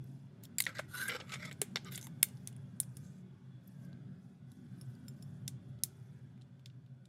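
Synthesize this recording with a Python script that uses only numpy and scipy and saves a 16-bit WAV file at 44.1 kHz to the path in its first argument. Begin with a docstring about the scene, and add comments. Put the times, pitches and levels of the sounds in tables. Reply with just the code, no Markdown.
"""Ventilation rumble, thin hiss and faint rustle of sleeves and fingers lie under everything: coloured noise.
Over them small plastic pieces are snapped and knocked close by: micro-bounces ring plastic modes.
Slides between them are dense random slips through gliding resonators.
Later a loose pin taps a shell: micro-bounces ring a few clear modes.
The small room answers with scatter, two wall echoes and a tail."""
import sys
import numpy as np
from scipy import signal
from scipy.fft import irfft
from scipy.io import wavfile
from scipy.ndimage import uniform_filter1d

SR = 44100
rng = np.random.default_rng(int(sys.argv[2]) if len(sys.argv) > 2 else 0)


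def dump(signal):
    """Clip the signal to [-1, 1] and save it as 16-bit WAV at the path in sys.argv[1]."""
    limited = np.clip(np.atleast_2d(signal).T, -1, 1)
    pcm = np.round(limited * 32767).astype(np.int16)
    wavfile.write(sys.argv[1], SR, pcm)


N = 312228


def amp(db):
    """Decibels to linear amplitude."""
    return 10 ** (np.asarray(db) / 20)


def evened(x):
    """Scales to unit RMS."""
    return x / np.sqrt(np.mean(x ** 2) + 1e-20)


def read(points, hz):
    """Interpolates a (Hz, value) curve over log frequency."""
    f, value = np.transpose(points)
    return np.interp(np.log(hz + 1), np.log(f + 1), value)


def add(mix, start_s, sound):
    """Adds a sound in place, cut at the end of the mix."""
    part = mix[round(start_s * SR):][:len(sound)]
    part += sound[:len(part)]


def level(rows):
    """Amplitude curve, straight in dB between points."""
    s, db = np.transpose(rows)
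    return amp(np.interp(np.arange(N) / SR, s, db))


def noise(db_of, size, patchy_db):
    """Unit-RMS noise: random short-time spectra under a colour, with drifting patches."""
    hz = np.fft.rfftfreq(size, 1 / SR)
    real, imag, patches = rng.standard_normal((4 * N // size + 5, len(hz), 3)).T
    patches = uniform_filter1d(patches, size=9, axis=0)
    patches = evened(uniform_filter1d(patches, size=9, axis=1))
    spectra = (real + 1j * imag) * amp(db_of(hz)[:, None] + patchy_db * patches)
    return evened(signal.istft(spectra, nperseg=size, noverlap=3 * size // 4)[1][:N])


def stroke_db(t, length, rise, fall, quiet_db):
    """Attack, hold and release as straight ramps in dB; quiet_db at both ends."""
    to_start = 1 - t / max(rise, 1e-3)
    to_end = 1 - (length - t) / max(fall, 1e-3)
    return quiet_db * np.clip(np.maximum(to_start, to_end), 0, 1)


def causal(db):
    """The shortest causal (minimum-phase) pulse with a given colour."""
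    log_gain = np.log(amp(np.maximum(db, -140)))
    circle = np.concatenate([log_gain, log_gain[-2:0:-1]])
    return irfft(np.exp(np.conj(signal.hilbert(circle))[:len(db)]))[:len(db)]


def resonate(x, hz, width_hz):
    """One-pole resonator on a moving pitch: shifts hz down to zero, smooths, shifts back."""
    turn = np.exp(2j * np.pi * np.cumsum(hz * np.ones(len(x))) / SR)
    r = np.exp(-np.pi * width_hz / SR)
    return 2 * (turn * signal.lfilter([1 - r], [1, -r], x / turn + 1e-18)).real


# ventilation level: (time [s], level [dB])
VENT_LEVEL = [(0.0, -55.5), (1.83, -51), (3.67, -57), (3.9, -53.5), (4.38, -58), (4.79, -53), (5.99, -55.5),
              (7.08, -61)]
# ventilation colour: (frequency [Hz], relative density [dB per Hz])
VENT_COLOUR = [(15, -83), (25, -53), (65, -32), (131, -1), (163, -15.5), (313, -23.5), (339, -31.5),
               (378, -24), (457, -37.5), (553, -32), (1090, -43), (1510, -43.5), (2900, -48.5),
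               (10100, -60), (16500, -74)]
# duct and case resonances: (frequency [Hz], width [Hz], lift [dB])
VENT_MODES = [(128.8, 6.3, 2), (184.7, 13, 12), (234, 20, 8), (1530, 320, 7.5), (3423, 210, 10)]


def air():
    """Ventilation rumble swollen at a few duct and case resonances, a soft rush above."""
    def colour(hz):
        lift_db = sum(db / (1 + (2 * (hz - f) / w) ** 2) for f, w, db in VENT_MODES)
        return read(VENT_COLOUR, hz) + lift_db
    return level(VENT_LEVEL) * noise(colour, size=4096, patchy_db=2.5)


# electronics: (frequency [Hz], relative density [dB per Hz])
HISS_COLOUR = [(25, -110), (400, -31), (1000, -7.5), (2500, 1.5), (5000, 0), (8000, -12), (12000, -11.5),
               (16500, -25.5)]


def hiss(db):
    """Steady noise of the microphone electronics."""
    return amp(db) * noise(lambda hz: read(HISS_COLOUR, hz), size=1024, patchy_db=4.0)


# cloth and skin brushes: (start [s], length [s], level [dB])
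BRUSHES = [(0, 0.27, -81), (0.552, 2.5, -81.5), (2.2, 0.34, -82), (2.885, 0.34, -78), (3.609, 0.26, -81),
           (3.795, .11, -82), (4.182, .22, -87), (4.469, 0.19, -81), (4.64, 0.51, -80.5),
           (5.054, 0.47, -81.5), (5.606, 0.16, -89.5), (5.856, 0.34, -83), (6.144, 0.19, -94)]
# cloth colour: (frequency [Hz], relative density [dB per Hz])
CLOTH_COLOUR = [(2940, -38.5), (5000, -8), (8360, -12.5), (10400, -8), (12100, -13), (15400, -18),
                (16500, -37)]
BRUSH_RISE, BRUSH_FALL = 0.26, 0.51  # shares of the length
BRUSH_DROP_DB, STILL_DB = -10.5, -97.5  # brush ends re hold; hands at rest


def rustle():
    """Faint hiss of sleeves and fingertips: cloth noise gated brush by brush."""
    gain = np.zeros(N)
    for start, length, db in BRUSHES:
        t = np.arange(0, length, 1 / SR)
        swell_db = stroke_db(t, length, BRUSH_RISE * length, BRUSH_FALL * length, BRUSH_DROP_DB)
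        add(gain, start, amp(db + swell_db))
    return (gain + amp(STILL_DB)) * noise(lambda hz: read(CLOTH_COLOUR, hz), size=256, patchy_db=3.5)


def chatter(decay_ms, first):
    """A first contact, then a dying spray of micro-bounces."""
    u = np.arange(2049) / SR / (max(decay_ms, .1) / 1000)
    hits = (0.053 + rng.standard_normal(len(u))) * (rng.random(len(u)) < .4)
    bounces = hits * (0.56 + u) * np.exp(-u ** 1.117)
    bounces[12] = first
    return bounces


# blows, colours re the band near 5 kHz: (time [s], strength [dB], thud [dB], clack [dB], snap [dB],
#   sizzle [dB], low ring [Hz], high ring [Hz], chatter [ms])
KNOCKS = [(0.041, -51, 10, 12, 10, 15, 3900, 12400, 1.6), (0.436, -36, -10.5, -6, 4, 8, 4270, 14700, 1.8),
          (0.452, -38.5, -17, -21, -9, -1.5, 1460, 3400, 1.8),
          (0.5842, -14, -23, 4, 11, 8, 2050, 7200, 1.2), (0.5888, -26.5, -25, 0, -4, -0.5, 1510, 4600, 1.4),
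          (0.596, -32, -18, -12, 10, 4, 1500, 4480, 1.5), (0.6032, -10, -7, 3.5, 13, 9, 2070, 4300, 1.8),
          (0.621, -21.5, -26, -13, 5, 4, 4000, 9000, 2), (0.6392, -29.5, -28, -3, 2, -4, 3700, 6240, 1.2),
          (0.6455, -37, -28, -7, 4, -7, 3700, 6500, 1.2), (0.6524, -32, -28, -6, 2, -6, 3600, 6000, 1.7),
          (0.6656, -16, 3.5, 9.5, -9, -17, 1900, 3550, 2.26),
          (0.758, -38.5, -10, 4, -20, -8.5, 1660, 4660, 2), (0.7755, -46, -19, -9, -17, -19, 2000, 4020, 1),
          (0.7843, -30.5, -7, -10, -17, -19, 1960, 3850, 2), (0.791, -19.5, 10, 14, 3, -9, 608, 1470, 3.9),
          (1.08, -22.5, -10, 10, 6, 6, 8200, 10700, 5), (1.0947, -20.5, -1, 7, -26, -13, 2050, 3100, 6.1),
          (1.2005, -31.5, 10, -7, -15, -38, 2200, 2980, 4.3),
          (1.2115, -34.5, 2, 7, -17, -30, 2200, 2800, 1.4), (1.294, -38, -17, 0, -14, -20, 2920, 2800, 1.9),
          (1.319, -28, -8, -4, -11, -23, 2200, 3350, 4.2),
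          (1.3373, -23.5, -5.5, -2, -8.5, -33, 1260, 2200, 5.6),
          (1.357, -32, 16, 13, 0, -23, 2100, 3535, 1.3), (1.3965, -47, -5, 5, -12, -19, 2100, 3300, 1.3),
          (1.45, -32.5, 3, -14, -4, -17, 2150, 3480, 6.8),
          (1.5126, -31.5, 14, 13, -1, -7.5, 2250, 3450, 2.8),
          (1.522, -38, -8, 10, -8, -8, 2250, 3500, 0.84),
          (1.5275, -38.5, -15, -16, -4, -6, 2200, 7800, 0.99),
          (1.6163, -12.5, -0.5, 8, 8.5, 3, 408, 7480, 1.46),
          (1.7582, -16, -6, -7.5, -24, -24.5, 1410, 2260, 1.77),
          (1.7697, -23, 6, 5.5, -8, -23, 2200, 3600, 1.5), (1.847, -41.5, -8, -8, 7, -22, 6500, 7600, 1.2),
          (1.921, -30, 3, 4, -7, 9, 2200, 12380, 3.2), (1.949, -35, -14, -3, -8, 5, 3500, 7000, 1.5),
          (1.9567, -26, -18, -15, 12, -6, 6000, 7600, 2.3),
          (1.9772, -27, 3.5, 6.5, 5.5, 4, 3180, 3530, 1.7), (1.991, -43, -10, -8, 2, -5, 3300, 7200, 1.5),
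          (2.0127, -36, -9, -11, 7, -5, 3480, 6100, 1.3), (2.0185, -46, -15, -15, 1, -3, 5800, 6500, 1),
          (2.0275, -36.5, -13, -5, 3, 0, 3700, 6300, 1.6), (2.069, -34, 1, 6.5, 1.5, 3, 893, 9200, 1.6),
          (2.2287, -11.5, -20, 3, -5, 7, 5400, 9260, 1.0), (2.2301, -3.5, -9, 1, 9, 11.5, 2350, 9200, 0.81),
          (2.2861, -43, -7, 0, 9, 2, 3140, 9200, 1.5), (2.372, -52.5, 5, -14, -11, -20, 1426, 4230, 0.74),
          (2.4739, -25, -9, 1, 4, 0, 6040, 9460, 1), (2.527, -50, 5, 2, 6, -13, 2990, 9690, 1.8),
          (2.5644, -45.5, -1, 10, 16, 2, 3270, 9600, 1.4),
          (2.8013, -11.5, -19.5, -5.5, 20, 13, 3750, 9550, 1.32),
          (2.831, -42, 1, 0, -8, -7, 5730, 10900, 2.4), (2.969, -34.5, 6, 4, 10, 6, 5270, 9150, 1.9),
          (3.675, -44, 16, 1, 19, 27, 5600, 12150, 3.3),
          (3.8487, -54, 15.5, 5.5, 5.5, 4.5, 5750, 11450, 2.6),
          (3.9297, -50.5, 8, -4, -20, -19, 1014, 3960, 1),
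          (4.5177, -48, -8.5, -6, 2.5, 0, 3900, 10330, 1.2),
          (5.4787, -22, -36.5, -5.5, 6, -3, 3920, 5900, 1.64),
          (5.789, -58, -3.5, -17, -14, -16.5, 2910, 3500, 1.7),
          (5.8357, -11, -54.5, -9.5, 5.5, 7, 5440, 10200, 1.37),
          (6.3774, -60.5, -3.5, 3, -10.5, -5.5, 1375, 2250, 1.1),
          (6.4123, -53, -7, -6, -6, -22, 3080, 3680, 3.1),
          (6.4198, -51, -3, -10, -2, -30, 3160, 3700, 1.16),
          (6.5951, -58.5, -5, -2, -5, -7, 2730, 3300, 1.15),
          (6.6587, -36.5, -35, -8, -9.5, -16, 2880, 3570, 1.5),
          (6.7, -54.5, 0, -1, -21, -20.5, 2900, 3500, 2.1),
          (6.863, -61, -5.5, -3.5, -13, -7, 3000, 3870, 1.1),
          (7.055, -50, -7.5, -7.5, -1.5, -15.5, 3220, 3790, 1.7)]
# rings of the pieces, for knocks and slides: (nominal frequency [Hz], relative level [dB], t60 [s])
PLASTIC_MODES = [(428, 3, 0.02), (607, -4, 0.027), (800, 2.5, 0.033), (1220, -6, 0.084), (1520, 4.5, 0.051),
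                 (2050, 1.5, 0.025), (2200, -2, 0.053), (2970, -4, .015), (3620, 2, 0.0067),
                 (3870, -5, 0.0071), (4660, 0, 0.022), (5240, 1, 0.012), (6450, 0.5, 0.013),
                 (7200, 1.5, 0.0063), (7710, -9, .008), (9000, 0.5, 0.0081), (9800, 1.5, .01),
                 (10900, 2, 0.0046), (11710, -0.5, 0.0057), (13640, 2.5, 0.0051), (13580, -6, .007),
                 (14930, -5, 0.0044)]
THUD_HZ, GAP_HZ, CLACK_HZ, TICK_HZ, SNAP_HZ, SIZZLE_HZ = 500, 1000, 2100, 5000, 9500, 13500
GAP_DB = -4  # weak between thud and clack
# low rings under HOLLOW_HZ come from the hollow of a piece: longer by a factor, and louder
HOLLOW_HZ, HOLLOW_STRETCH, HOLLOW_DB = 1000, 2.8, 23


def knock(strength_db, thud_db, clack_db, snap_db, sizzle_db, low_hz, high_hz, chatter_ms):
    """Micro-bounces ring the modes; returns sound towards the microphone and mean over directions."""
    f, t = np.fft.rfftfreq(4096, 1 / SR), np.arange(2049) / SR
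    hz, db, t60 = np.transpose(PLASTIC_MODES)[:, :, None]

    def lorentz(centre, t60):
        return 1 / (1 + (2 * (f - centre) * t60 / 3.4) ** 2)

    luck = rng.standard_normal((len(hz), 2))
    mode_power = amp(2 * db + 1.9 * luck[:, :1])
    modes = (mode_power * lorentz(hz * (1 + 0.034 * luck[:, 1:]), t60)).sum(0)
    # the struck spot rings most
    hollow = low_hz < HOLLOW_HZ
    low_t60 = 0.013 * (1500 / low_hz) ** .6 * (HOLLOW_STRETCH if hollow else 1)
    modes += amp(18.5 + HOLLOW_DB * hollow) * lorentz(low_hz, low_t60)
    modes += amp(21.5) * lorentz(high_hz, 0.0076)

    gap_db = (thud_db + clack_db) / 2 + GAP_DB
    colour_db = read([(THUD_HZ, thud_db), (GAP_HZ, gap_db), (CLACK_HZ, clack_db), (TICK_HZ, 0),
                      (SNAP_HZ, snap_db), (SIZZLE_HZ, sizzle_db)], f)
    colour_db -= 40 * np.log10(1 + (250 / (f + 1)) ** 2)  # small pieces radiate no bass
    first = 3.5 * min(1, 1.07 / chatter_ms) ** 1.3  # long chatter starts softly
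    pulse = causal(colour_db + 10 * np.log10(modes + 0.088))
    sound = signal.fftconvolve(chatter(chatter_ms, first), pulse)[:len(t)]
    spread = causal(colour_db + 2.0 * np.log10(modes + 0.19))  # smoother
    size = 2.534 * amp(strength_db)
    return size * sound / np.linalg.norm(sound), size * spread / np.linalg.norm(spread)


# tail decay: (frequency [Hz], t60 [s])
ROOM_T60 = [(500, .3), (2600, 0.31), (7000, 0.25), (11000, 0.17), (15000, 0.12)]
# first echoes: (delay [ms], level [dB])
WALL_ECHOES = [(8.5, -25), (13, -37.5)]


def room(x, near_db, near_t60, tail_db):
    """Scatter off table and hands, two wall echoes, a tail whose bands die at their own speed."""
    taps = np.zeros(SR // 2)
    at = np.arange(250, len(taps) - 12, 12)
    taps[at + rng.integers(0, 12, len(at))] = rng.choice([-1., 1.], len(at))
    near = taps * amp(-60 * np.arange(len(taps)) / SR / near_t60)
    far_taps = np.roll(taps, 7) * rng.choice([-1., 1.], len(taps))
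    hz, t, z = signal.stft(far_taps, SR, nperseg=128)
    decay = amp(-60 * t / read(ROOM_T60, hz)[:, None])
    tail = signal.istft(z * decay, SR, nperseg=128)[1][:len(taps)]
    response = amp(tail_db) * tail / np.linalg.norm(tail)
    response += amp(near_db) * near / np.linalg.norm(near)
    for ms, db in WALL_ECHOES:
        add(response, ms / 1000, amp([db]))
    return signal.fftconvolve(x, response)[:N]


# strokes: (start [s], full from [s], easing from [s], end [s], shell [dB],
#   palm, rim, wall, studs, edges [dB re shell], palm ring [Hz],
#   shell start, shell end, rim start, rim end, wall start, wall end [nominal Hz], judder [dB])
SLIDES = [(0.424, 0.436, 0.45, 0.45, -83.5, -6, 6, 18, 19, 18, 464, 1510, 1520, 2260, 2270, 4200, 3900, 3.3),
          (0.663, 0.675, 0.69, 0.74, -45.5, -8, -5, -11, -18, -20, 532, 1435, 1250, 1990, 1960, 3250, 3250, 2.5),
          (0.738, 0.75, 0.8, 0.86, -51.5, -12, -2, -10, -13, -20, 600, 1585, 1440, 2030, 1870, 4000, 3580, 4.8),
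          (0.877, 0.978, 1.044, 1.109, -44.5, -20, -13, -8, -11.5, -5, 1000, 1435, 1646, 1890, 2160, 4100, 3540, .8),
          (1.089, 1.092, 1.166, 1.183, -52.5, -2.5, 1.5, 1, -8.5, -15, 480, 1427, 1300, 2070, 2350, 3000, 3180, 2.3),
          (1.178, 1.19, 1.155, 1.26, -52, -0.5, -3.5, -6, -10, -35, 516, 1270, 1310, 2200, 2320, 3380, 3200, 3),
          (1.26, 1.328, 1.32, 1.414, -52, -19, 1.5, -1.5, -6.5, -11, 666, 1273, 1380, 2190, 2120, 2860, 3620, 2.8),
          (1.385, 1.4, 1.505, 1.5, -61, -5, 6, 1, -7.5, -15, 606, 1400, 1240, 2030, 2250, 3500, 3560, 2),
          (1.839, 1.86, 1.885, 1.917, -60.5, -12, -3, 0.5, -19, -13, 463, 1240, 1220, 2080, 2110, 3020, 3060, 2.3),
          (1.906, 1.922, 1.945, 2.03, -64.5, -23, 2, 9.5, 4, 7, 548, 1520, 1480, 2100, 2000, 3510, 3520, 2.7),
          (2.015, 2.035, 2.053, 2.07, -80, 9, 8, 11, 23.5, 21.5, 860, 1530, 1650, 2100, 2300, 3560, 3960, 2.7),
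          (2.999, 3.061, 3.02, 3.22, -86.5, 10, -2, 11, 18, -2, 479, 1500, 1460, 2080, 2000, 4200, 3800, 3)]
# finger pressure, end values held outside: (time [s], level [dB])
PRESSURE = [(0.93, -5), (0.952, 6.5), (0.966, -4.5), (0.98, 1), (0.995, -1), (1.02, 2.5), (1.034, 0.5),
            (1.047, -7), (1.054, -5), (1.058, 5), (1.064, 8), (1.07, 6), (1.079, 6), (1.085, 20.5),
            (1.092, 9.5), (1.1, 3.5), (1.114, -0.5), (1.126, 6), (1.132, -0.5), (1.148, 6.5), (1.17, 1),
            (1.29, 2.5), (1.314, -8), (1.323, -2), (1.33, 2), (1.34, 1.5), (1.354, -1.5), (1.4, -1),
            (1.42, -4.5), (1.43, 5), (1.44, 1), (1.455, 6.5), (1.47, -1), (1.5, 2)]
# bands of palm, shell, rim, wall, studs, edges: (from [Hz], to [Hz])
PART_BANDS = [(0, 1000), (1000, 1750), (1750, 2600), (2600, 5900), (5900, 8500), (8500, 13000)]
QUIET_DB = -21.5  # stroke ends re hold
THIN_PRESS = .4  # share of pressure dB followed by wall, studs and edges
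BEND = .6  # exponent: modes follow the shell glide as the grip shifts
LATE, WANDER, GRIT_DB = 2.1, 0.016, 2.5  # glide power; rim and wall drift share; slip size spread


def slide(start, full, easing, end, shell_db, palm_db, rim_db, wall_db, studs_db, edges_db, palm_hz,
          *rest):
    """Dense uneven slips ring flickering modes; palm, shell, rim and wall each sing, the last three glide."""
    *glides, judder_db = rest
    length, rise, fall = end - start, full - start, end - easing
    t = np.arange(0, length, 1 / SR)

    def chance(size):
        return evened(uniform_filter1d(rng.standard_normal(len(t)), size))

    def glide(a, b):
        return a + (b - a) * (t / length) ** LATE

    shell_hz, rim_hz, wall_hz = (glide(a, b) for a, b in np.reshape(glides, (-1, 2)))
    rim_hz, wall_hz = (hz * (1 + WANDER * chance(size=900)) for hz in (rim_hz, wall_hz))

    grit_db = GRIT_DB * np.minimum(rng.exponential(size=len(t)), 4.5)
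    slip_db = judder_db * chance(size=110) + 1.6 * chance(size=60) + grit_db
    slips = amp(slip_db) * rng.standard_normal(len(t)) * (rng.random(len(t)) < .6)

    def ring(hz, width_hz):
        return evened(resonate(resonate(slips, hz, width_hz), hz, 2 * width_hz))

    bend = (shell_hz / shell_hz.mean()) ** BEND
    rings = []
    for hz, db, t60 in PLASTIC_MODES:
        catch_db = db - 1.4 * np.log2(hz / 1000) + 2.1 * chance(size=1500)
        rings.append((hz, amp(catch_db) * ring(hz * bend, 5.2 / t60)))

    bodies = []
    for lo, hi in PART_BANDS:
        body = evened(sum(r for hz, r in rings if lo < hz < hi))
        top = min(hi, 13000)
        rasp = 0.14 * ring(np.sqrt(max(lo, 400) * top), .6 * (top - lo))  # fills between modes
        bodies.append(evened(body + rasp))

    press_db = np.interp(start + t, *np.transpose(PRESSURE))
    mix = (amp(studs_db) * bodies[-2] + amp(edges_db) * bodies[-1]) * amp(THIN_PRESS * press_db)
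    # level dB, ring Hz, ring share, ring width Hz, pressure share
    voices = [(palm_db, palm_hz, 1.2, 54, .9), (0, shell_hz, 1.3, 90.7, 1.0),
              (rim_db, rim_hz, 1.3, 169, .9), (wall_db, wall_hz, 0.45, 170.0, THIN_PRESS)]
    for body, (db, hz, share, width_hz, follow) in zip(bodies, voices):
        mix += amp(db + follow * press_db) * evened(body + share * ring(hz, width_hz))
    gain = amp(shell_db + stroke_db(t, length, rise, fall, QUIET_DB))
    return mix * gain * signal.windows.tukey(len(t), .04)


# loose pin on the shell: (time [s], strength [dB], chatter [ms], treble tilt [dB per octave],
#   nominal main ring [Hz])
PIN_TICKS = [(4.812, -38, 1.3, 4.5, 5400), (4.9512, -52.5, 1.6, -9, 4760), (5.082, -35, 2.3, 0, 5420),
             (5.2245, -40, 2.0, -0.5, 5240)]
# pin rings: (nominal frequency [Hz], relative level [dB], t60 before damping [s])
PIN_MODES = [(3830, -12, 0.024), (7120, -0.5, 0.021), (8970, -6, 0.038), (9700, -1.5, 0.025),
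             (10820, 2.5, 0.024), (11760, -4, 0.022), (12600, -3.5, 0.028), (14400, -8, .02),
             (15300, -10, .015)]
MAIN_DB, MAIN_T60_S = 7, .015  # main ring, before tilt and damping
DAMPED = 0.85  # t60 factor: fingers shorten the rings
SNAP = 3.1  # bare thin click beside the ring


def pin_tick(strength_db, chatter_ms, tilt_db, main_hz):
    """Micro-bounces ring the pin's few clear modes, a little shifted at each tap."""
    t = np.arange(2049) / SR
    hz, db, t60 = np.transpose(PIN_MODES + [(main_hz, MAIN_DB, MAIN_T60_S)])[:, :, None]
    luck = rng.standard_normal((len(hz), 2))
    ring_db = db + tilt_db * np.log2(hz / 7000) + 1.7 * luck[:, :1] - 60 * t / (DAMPED * t60)
    rings = amp(ring_db) * np.sin(2 * np.pi * hz * (1 + .012 * luck[:, 1:]) * t)
    click = SNAP * np.diff(t == 0, n=2, prepend=[0, 0])
    sound = signal.fftconvolve(chatter(chatter_ms, 3.5), rings.sum(0) + click)[:len(t)]
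    return 2.4 * amp(strength_db) * sound / np.linalg.norm(sound)


def scene():
    """Knocks, slides and pin ticks, direct and through the room, over rustle, air and hiss."""
    toy, spread = np.zeros((2, N))
    for s, *row in KNOCKS:
        near, around = knock(*row)
        add(toy, s, near)
        add(spread, s, around)
    for row in SLIDES:
        sound = slide(*row)
        add(toy, row[0], sound)
        add(spread, row[0], sound)
    for s, *row in PIN_TICKS:
        tick = pin_tick(*row)
        add(toy, s, tick)
        add(spread, s, tick)
    echoes = room(spread, near_db=-14.0, near_t60=0.07, tail_db=-23.0)
    return (toy + echoes + rustle() + air() + hiss(-92.5))[None]


# microphone response: (frequency [Hz], gain [dB])
MIC_RESPONSE = [(60, 3.5), (150, 3.5), (12000, 0), (14500, -2), (15700, -7.5), (16500, -21.5)]
EDGE_HZ = 16700


def record(dry):
    """A small microphone's response, then a steep low-pass at the band edge."""
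    mic = causal(read(MIC_RESPONSE, np.fft.rfftfreq(4096, 1 / SR)))
    heard = signal.oaconvolve(dry, mic[None])[:, :N]
    low_pass = signal.firwin(511, EDGE_HZ, window=("kaiser", 9), fs=SR)
    return signal.oaconvolve(heard, low_pass[None], "same")


dry = scene()
out = record(dry)
dump(out)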